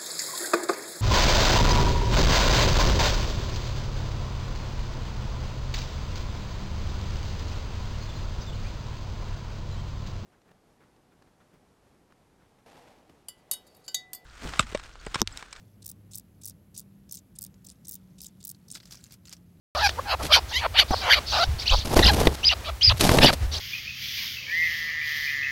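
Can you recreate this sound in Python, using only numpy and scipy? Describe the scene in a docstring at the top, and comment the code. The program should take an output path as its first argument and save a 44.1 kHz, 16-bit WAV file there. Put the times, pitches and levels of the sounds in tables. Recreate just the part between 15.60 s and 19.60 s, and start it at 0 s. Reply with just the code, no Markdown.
"""On sunlit dry leaves a grasshopper rasps eleven short chirps, each a burst of quick scrapes
of its leg files over the wings. Around the last chirp and just after it the leaves crackle as
their fibres snap, and the litter scatters every close sound. Far traffic rumbles, with a fading
tyre roar and two droning engines, under a faint hiss."""
import sys
import numpy as np
from scipy import signal
from scipy.fft import rfft, irfft
from scipy.io import wavfile

SR = 44100
rng = np.random.default_rng(int(sys.argv[2]) if len(sys.argv) > 2 else 0)


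def transcribe(u):
    """Save the signal u as a 16-bit wav file named by the first command-line argument.

    u: samples, shape (n,) or (channels, n), limited to [-1, 1]; the rate is SR.
    q: integer samples, one column per channel.
    """
    v = np.clip(np.atleast_2d(u).T, -1, 1)
    q = np.round(v * 32767).astype(np.int16)
    wavfile.write(sys.argv[1], SR, q)


N = 176400

# strokes of a leg file: (centre time [s], nominal length [s], level [dB], treble over bass [dB])
LEG_SCRAPES = [(0.226, 0.012, -51.5, -3), (0.247, 0.0088, -48, 2.5), (0.261, 0.0071, -41.5, 5),
               (0.265, 0.0036, -32, 11.5), (0.2793, 0.0056, -40, 9.5), (0.2916, 0.004, -38.5, 6),
               (0.299, 0.01, -38, 13), (0.3155, 0.0049, -38.5, 12.5), (0.5174, 0.015, -52.5, -0.0),
               (0.526, 0.0074, -56, 1.1), (0.5355, 0.0044, -42.5, -2), (0.5406, 0.0068, -48.5, -3.5),
               (0.547, 0.0036, -39.5, -1), (0.552, 0.0044, -43, -1), (0.5562, 0.0043, -30.5, 13.5),
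               (0.563, 0.0055, -42, 9.5), (0.5761, 0.0065, -40.5, 8), (0.5837, 0.006, -35, 14.5),
               (0.5979, 0.0045, -43.5, 8.5), (0.819, 0.013, -53, 1.4), (0.8366, 0.0064, -44, 0.5),
               (0.8469, 0.0043, -40, -1.3), (0.8565, 0.0043, -31, 12.5), (0.8634, 0.0058, -38, 2),
               (0.8764, 0.0064, -38, 9.5), (0.8836, 0.0071, -37.5, 8), (0.8903, 0.0056, -51, 1.5),
               (0.898, 0.0048, -38.0, 10), (0.9073, 0.01, -52, -1.4), (1.1504, 0.017, -51.5, -1.5),
               (1.1651, 0.0072, -44.5, -3.5), (1.1719, 0.0057, -50, -0.8), (1.1781, 0.0049, -34, 2.5),
               (1.1838, 0.0059, -41, 6), (1.1887, 0.0026, -38, 0), (1.196, 0.004, -35, 6.5),
               (1.203, 0.0045, -41, 12.5), (1.216, 0.0071, -55.5, 0.86), (1.4948, 0.0076, -52, -1.3),
               (1.5129, 0.0056, -40, -0.9), (1.5243, 0.0039, -29.5, 10.5), (1.532, 0.0074, -43, 5),
               (1.543, 0.0037, -39, -0.7), (1.5487, 0.0037, -36.5, 3.5), (1.555, 0.006, -38.5, 6),
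               (1.5614, 0.0058, -48.5, 0.9), (1.572, 0.0063, -42, -0.74), (1.578, 0.0054, -49, -4),
               (1.5884, 0.016, -52.5, -1), (1.761, 0.017, -53.5, 0.5), (1.7892, 0.0054, -34.5, 3),
               (1.8108, 0.0043, -42, 11.5), (1.8202, 0.0031, -31, 14), (1.8277, 0.0037, -34, 9.5),
               (1.84, 0.0036, -32, 12.0), (1.849, 0.004, -39, 5.5), (1.865, 0.005, -43, 6),
               (2.0496, 0.01, -49, 4), (2.069, 0.0097, -45, 0.8), (2.0877, 0.0042, -47.5, -2.5),
               (2.0942, 0.0045, -47, -1.65), (2.1015, 0.0047, -43.5, -3.5), (2.113, 0.0031, -51.5, -2.5),
               (2.1203, 0.011, -54.5, 1.5), (2.2535, 0.014, -50.5, -1.2), (2.2718, 0.0055, -45.5, 1),
               (2.2836, 0.0043, -34.5, 8), (2.293, 0.0046, -32, 13), (2.2986, 0.005, -40.5, 4),
               (2.3123, 0.0027, -32, 13.5), (2.3216, 0.0057, -35.5, 15), (2.3308, 0.0052, -41, 6),
               (2.3384, 0.007, -39.5, 10.5), (2.3435, 0.0023, -33.5, 14.5), (2.3546, 0.0036, -34.5, 9.5),
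               (2.3615, 0.0061, -49.5, 3.5), (2.5883, 0.0148, -54, -4), (2.6062, 0.0052, -42, -5),
               (2.618, 0.0045, -37, 4.5), (2.6239, 0.0079, -50, 6.5), (2.6297, 0.0042, -44, -1.4),
               (2.6357, 0.0065, -42.5, 3.5), (2.6442, 0.004, -42, 10), (2.6483, 0.0063, -44.5, -3),
               (2.66, 0.0092, -48, -2.5), (2.667, 0.0053, -38.5, 0.5), (2.6824, 0.014, -56.5, -1),
               (2.8096, 0.016, -56, -4), (2.829, 0.004, -48, -2), (2.841, 0.0042, -43.5, -0.5),
               (2.8513, 0.0051, -31, 16.5), (2.8566, 0.0065, -45, 3.5), (2.872, 0.003, -34.5, 14),
               (2.8795, 0.0063, -36, 14), (2.8927, 0.0057, -34.5, 12.5), (2.9002, 0.0058, -36.5, 6.5),
               (2.9144, 0.0064, -36.5, 14.5), (3.0854, 0.0091, -51, -1), (3.105, 0.0075, -44.5, -4),
               (3.1154, 0.0049, -35, 2), (3.125, 0.0045, -40.5, 1.5), (3.135, 0.0047, -48.5, -7)]
# resonant colour of the wings: (frequency [Hz], relative gain [dB])
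WING_COLOUR = [(600, -42), (1500, -22), (2500, -8.5), (3200, -11), (3700, -4.5), (4100, -8), (5000, -2.5),
               (7000, -1), (8900, 2.5), (10500, -2.5), (12500, -4.5), (16000, -6)]
# resonant colour of the dry leaves: (frequency [Hz], relative gain [dB])
LEAF_COLOUR = [(250, -1), (700, -2.5), (1050, -11.5), (1400, -0.5), (1900, -4.5), (3200, -1.5), (4800, 1),
               (7500, -1.5), (10000, -7.5), (15500, -12)]


def from_db(db):
    """Decibels to gain."""
    return 10 ** (np.asarray(db) / 20)


def rms_one(x):
    """Scale to an rms of one."""
    return x / np.sqrt(np.mean(x ** 2) + 1e-20)


def automation(rows):
    """Each column of a breakpoint curve at every sample."""
    times, *columns = np.transpose(rows)
    return [np.interp(np.arange(N) / SR, times, column) for column in columns]


def drift(rate_hz):
    """Smooth random motion with an rms of one, mostly slower than rate_hz."""
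    hz = np.arange(N // 2 + 1) * SR / N
    return rms_one(irfft(rfft(rng.standard_normal(N)) / (1 + (hz / rate_hz) ** 2), N))


def coloured(x, points):
    """Minimum-phase EQ through the given points; keeps the level of white noise."""
    size = 2 * N
    hz, db = np.transpose(points)
    gain = rms_one(from_db(np.interp(np.log(np.arange(N + 1) * SR / size + 1), np.log(hz), db)))
    cepstrum = irfft(np.log(gain))
    cepstrum[1:N] *= 2
    cepstrum[N + 1:] = 0
    return irfft(rfft(x, size) * np.exp(rfft(cepstrum)))[:N]


def crossover(x, hz):
    """Bass and treble halves that add up flat."""
    halves = [signal.butter(2, hz, kind, fs=SR, output="sos") for kind in ("low", "high")]
    return [signal.sosfilt(np.vstack([sos, sos]), x + 1e-18) for sos in halves]


def butterworth(x, order, hz, kind):
    """Low-, high- or band-pass filter."""
    return signal.sosfilt(signal.butter(order, hz, kind, fs=SR, output="sos"), x)


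def add(out, start_s, sound):
    """Mix a sound in from its start time."""
    i = int(start_s * SR)
    out[i:i + len(sound)] += sound[:N - i]


def faint_hiss():
    """A steady, airy bed of noise."""
    # colour of the hiss: (frequency [Hz], relative gain [dB])
    hiss_colour = [(1000, -2.5), (3000, 6), (5000, 0.5), (7000, 1), (9500, 0.5), (11300, 11), (12400, 8),
                   (13600, 1), (15500, 1.5)]
    return from_db(-74.5) * coloured(rng.standard_normal(N), hiss_colour)


def traffic_rumble():
    """Far traffic merges into a low, gently wavering noise."""
    # colour of the rumble: (frequency [Hz], relative gain [dB])
    rumble_colour = [(33, -28.5), (52, -3), (80, -2), (115, -0.5), (140, -3), (180, 1), (225, -7),
                     (300, -11), (450, -21), (700, -27), (1100, -30), (2200, -35.5), (5000, -51)]
    return from_db(-56.5 + drift(6.7)) * coloured(rng.standard_normal(N), rumble_colour)


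def tyre_roar():
    """A far vehicle's tyres give a band of noise that wavers as it fades."""
    # fade of the roar: (time [s], level [dB])
    fade = [(.6, -73), (1.9, -78.5)]
    level_db, = automation(fade)
    roar = rms_one(butterworth(rng.standard_normal(N), 2, (300, 640), "band"))
    return from_db(level_db + 2 * drift(11)) * roar


def far_engines():
    """Two engines sink slowly in pitch; only their wavering firing notes carry this far."""
    # firing note of each engine: (time [s], pitch [Hz], level [dB])
    low_engine = [(0, 103.5, -57), (.3, 100.7, -56), (.5, 102.2, -51.5), (.72, 100.8, -61),
                  (.88, 100.8, -52.5), (1.2, 96.74, -70)]
    high_engine = [(0, 205, -66.5), (1.1, 200, -64.5), (1.3, 198, -55.5), (1.7, 194, -65), (2, 190, -56.5),
                   (2.4, 188, -52), (2.8, 183, -60.5), (3.1, 181, -67.5), (3.45, 178, -73.5),
                   (3.8, 175, -49.5), (4, 171, -61.5)]
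    out = np.zeros(N)
    for engine in (low_engine, high_engine):
        hz, db = automation(engine)
        phase = 2 * np.pi * np.cumsum(hz * (1 + .003 * drift(9.1))) / SR
        out += from_db(db + drift(3.6)) * np.sin(phase)
    return out


def litter_scatter(x):
    """Dense, quickly dying reflections from the leaves around."""
    level_db, t60_s = -27.5, .038
    t = np.arange(SR // 10) / SR
    tail = rng.standard_normal(len(t)) * from_db(-60 * t / t60_s)
    return from_db(level_db) * signal.fftconvolve(x, tail / np.sqrt(np.sum(tail ** 2)))[:N]


def fibre_snaps(per_s, spread_db):
    """Leaf fibres snap at random, mostly small, a few large: each a dry click and a brief ring."""
    ring_cycles = 38   # to die away by 60 dB
    sizes = from_db(spread_db * np.minimum(rng.exponential(1, N), 4)) * rng.choice([-1, 1], N)
    clicks = sizes * (rng.random(N) < per_s / SR)
    pitches = np.geomspace(900, 15000, 24)
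    pitch_index = rng.choice(len(pitches), N, p=pitches / pitches.sum())
    rings = np.zeros(N)
    for k, hz in enumerate(pitches):
        radius, angle = from_db(-60 * hz / (ring_cycles * SR)), 2 * np.pi * hz / SR
        feed = np.sqrt(1 - radius) * np.array([1, 0, -1])
        feedback = [1, -2 * radius * np.cos(angle), radius ** 2]
        rings += signal.lfilter(feed, feedback, clicks * (pitch_index == k) + 1e-18)
    return coloured(rms_one(rms_one(rings) + rms_one(clicks)), LEAF_COLOUR)


def leaf_stir():
    """The litter stirs with faint ticks, loudest between the closing crackles."""
    # swell of the stirring: (time [s], level [dB])
    swell = [(0, -72), (.2, -83.5), (1.7, -84), (2.1, -78), (2.8, -76), (3.1, -77), (3.3, -63.5),
             (3.5, -64.5), (3.6, -86), (3.72, -61), (3.82, -83.5), (4, -75.5)]
    level_db, = automation(swell)
    return from_db(level_db) * fibre_snaps(per_s=2000, spread_db=3)


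def leaf_crackles():
    """A leaf gives way: one sharp break and a dying shower of snaps set a piece of it ringing."""
    # breaks: (time [s], relative level [dB], decay t60 [s], bass gain [dB], ring pitch [Hz])
    crackles = [(1.942, -57.5, 0.028, -2, 7280), (2.947, -53, 0.032, -1, 4100),
                (3.1405, -45, 0.05, -17, 5170), (3.1455, -43.5, 0.042, -11, 8400),
                (3.1513, -36, 0.066, 1, 4885), (3.1557, -45, 0.025, 7, 1402), (3.17, -46, 0.053, 4, 3585),
                (3.201, -46.5, 0.043, 9, 4550), (3.2307, -51, 0.045, 9, 5000),
                (3.2552, -44, 0.023, 1, 4840), (3.273, -55, 0.068, 2, 7600), (3.3084, -42, 0.04, -3, 6200),
                (3.32, -42.5, 0.024, -5, 5260), (3.3239, -40, 0.049, -5, 5200), (3.333, -49, 0.05, 1, 5050),
                (3.344, -50.5, 0.11, 4, 5400), (3.3537, -43, 0.016, -13, 5960),
                (3.3718, -50, 0.05, 6, 5710), (3.44, -37.5, 0.011, -28, 7470),
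                (3.446, -47, 0.014, -7, 7000), (3.457, -54.5, 0.037, -1, 5050),
                (3.4655, -50, 0.016, 0, 7150), (3.508, -50.5, 0.07, 0, 5400),
                (3.5218, -46, 0.062, -4.5, 13600), (3.531, -55, 0.034, 1, 8900),
                (3.539, -49.5, 0.047, -2, 12000), (3.6537, -47.5, 0.05, -1, 7200),
                (3.671, -49, 0.018, 0, 4770), (3.675, -51.5, 0.042, 5, 4760), (3.682, -45, 0.018, 5, 4540),
                (3.694, -42, 0.024, -8, 6520), (3.706, -49.5, 0.014, -1, 9000),
                (3.7137, -49, 0.066, 14, 5000), (3.7269, -37, 0.039, -1, 7040),
                (3.7323, -44, 0.054, 0, 4970), (3.766, -54.5, 0.04, 7, 6040)]
    attack_s, first_break_s = .0005, .001
    ring_q, ring_db, trim_db = 7.3, 5.5, -1.5
    low, high = crossover(fibre_snaps(per_s=6000, spread_db=2.5), hz=4000)
    t, out = np.arange(SR // 10) / SR, np.zeros(N)
    first_break = 1 + .9 * np.exp(-t / first_break_s)
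    for start_s, db, t60_s, bass_db, ring_hz in crackles:
        at = int(start_s * SR) + np.arange(len(t))
        envelope = np.minimum(t / attack_s, 1) * from_db(-60 * t / t60_s) * first_break
        shower = envelope * (from_db(bass_db) * low[at] + high[at])
        ring = from_db(ring_db) * signal.lfilter(*signal.iirpeak(ring_hz, ring_q, fs=SR), shower)
        gain = from_db(db + trim_db) * np.sqrt(np.mean(envelope ** 2))
        add(out, start_s, gain * rms_one(shower + ring))
    return out


def rubbed_wing(rubbing):
    """The file's quickly changing grip roughens the rubbing, and the wing colours it."""
    grip = from_db(2.8 * drift(1060))
    return coloured(rubbing * grip, WING_COLOUR)


def leg_drag():
    """The leg brushes on after each scrape, faint and dull, filling the chirp and trailing off."""
    level_db, length_s, centre_hz = -68.5, .02, 3650
    brush = rubbed_wing(rng.standard_normal(N))
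    brush = rms_one(signal.lfilter(*signal.iirpeak(centre_hz, Q=2, fs=SR), brush))
    contact = np.zeros(N)
    for centre_s, *_ in LEG_SCRAPES:
        add(contact, centre_s, np.hanning(int(length_s * SR)))
    return from_db(level_db) * np.minimum(contact, 1) * brush


def tooth_clicks(rate_hz):
    """The file's slightly uneven teeth strike the wing one by one."""
    gap_jitter, spread_db = .1, .5
    gaps = np.maximum(1 + gap_jitter * rng.standard_normal(N), .1)
    hit_samples = np.interp(np.cumsum(gaps), np.cumsum(rate_hz) / SR, np.arange(N))
    sizes = from_db(spread_db * rng.standard_normal(N)) * (hit_samples < N - 1)
    oversampled = np.bincount((2 * hit_samples).astype(int), sizes, 2 * N)
    _, clicks = crossover(signal.resample_poly(oversampled, 1, 2), hz=330)
    return rms_one(clicks)


def grasshopper():
    """Each scrape drags a row of teeth over the wing, speeding up, then slowing; fast ones are bright."""
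    base_tooth_hz, end_slowing_octaves, friction_db = 7190, .9, -8.5
    edge_hz, split_hz, top_hz = 3760, 6440, 10600
    mean_db = np.mean([db for _, _, db, _ in LEG_SCRAPES])
    tooth_hz, strokes = np.full(N, float(base_tooth_hz)), []
    for centre_s, length_s, db, bright_db in LEG_SCRAPES:
        n = int(1.1 * length_s * SR)
        at = int(centre_s * SR) - n // 2 + np.arange(n)
        # the stroke peaks just past its middle
        swell = np.sin(np.pi * np.interp(np.linspace(0, 1, n), [0, .56, 1], [0, .5, 1]))
        peak_octaves = .3044 * bright_db - .0175 * (db - mean_db) + .12 * rng.standard_normal()
        tooth_hz[at] = base_tooth_hz * 2 ** (peak_octaves - end_slowing_octaves * (1 - swell))
        strokes.append((at, np.abs(swell) ** 1.1, db, bright_db))
    teeth = tooth_clicks(tooth_hz)
    # rubbing noise is strongest where the file moves slowly
    friction = from_db(friction_db) * (base_tooth_hz / tooth_hz) * rng.standard_normal(N)
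    wing = butterworth(rubbed_wing(teeth + friction), 10, 16000, "low")
    body, top = crossover(wing, top_hz)
    low, high = crossover(body, split_hz)
    top = sum(crossover(top, split_hz))   # kept in phase with the body
    out = np.zeros(N)
    for at, envelope, db, bright_db in strokes:
        tilt = from_db(bright_db)
        bands = np.array([low[at], high[at] + tilt ** .83 * top[at]])   # bright scrapes get extra top
        low_cut_hz = edge_hz * 2 ** (.04 * (db - mean_db))   # hard scrapes are thinner
        bass, treble = butterworth(envelope * bands, 4, low_cut_hz, "high")
        scrape = from_db(-.5) * rms_one(bass) + from_db(-2) * tilt * rms_one(treble)
        out[at] += from_db(db) * scrape / np.sqrt(2 * (1 + tilt ** 2))
    return out


def scene():
    """Insect and leaves close by, traffic far off, in mono."""
    near = grasshopper() + leg_drag() + leaf_crackles() + leaf_stir()
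    scatter = litter_scatter(near)
    background = traffic_rumble() + faint_hiss() + tyre_roar() + far_engines()
    return (near + scatter + background)[None]


def record(dry):
    """A steep low-pass takes off the very top."""
    cutoff_hz = 15850
    return signal.sosfilt(signal.ellip(10, .2, 70, cutoff_hz, fs=SR, output="sos"), dry)


dry = scene()
out = record(dry)
transcribe(out)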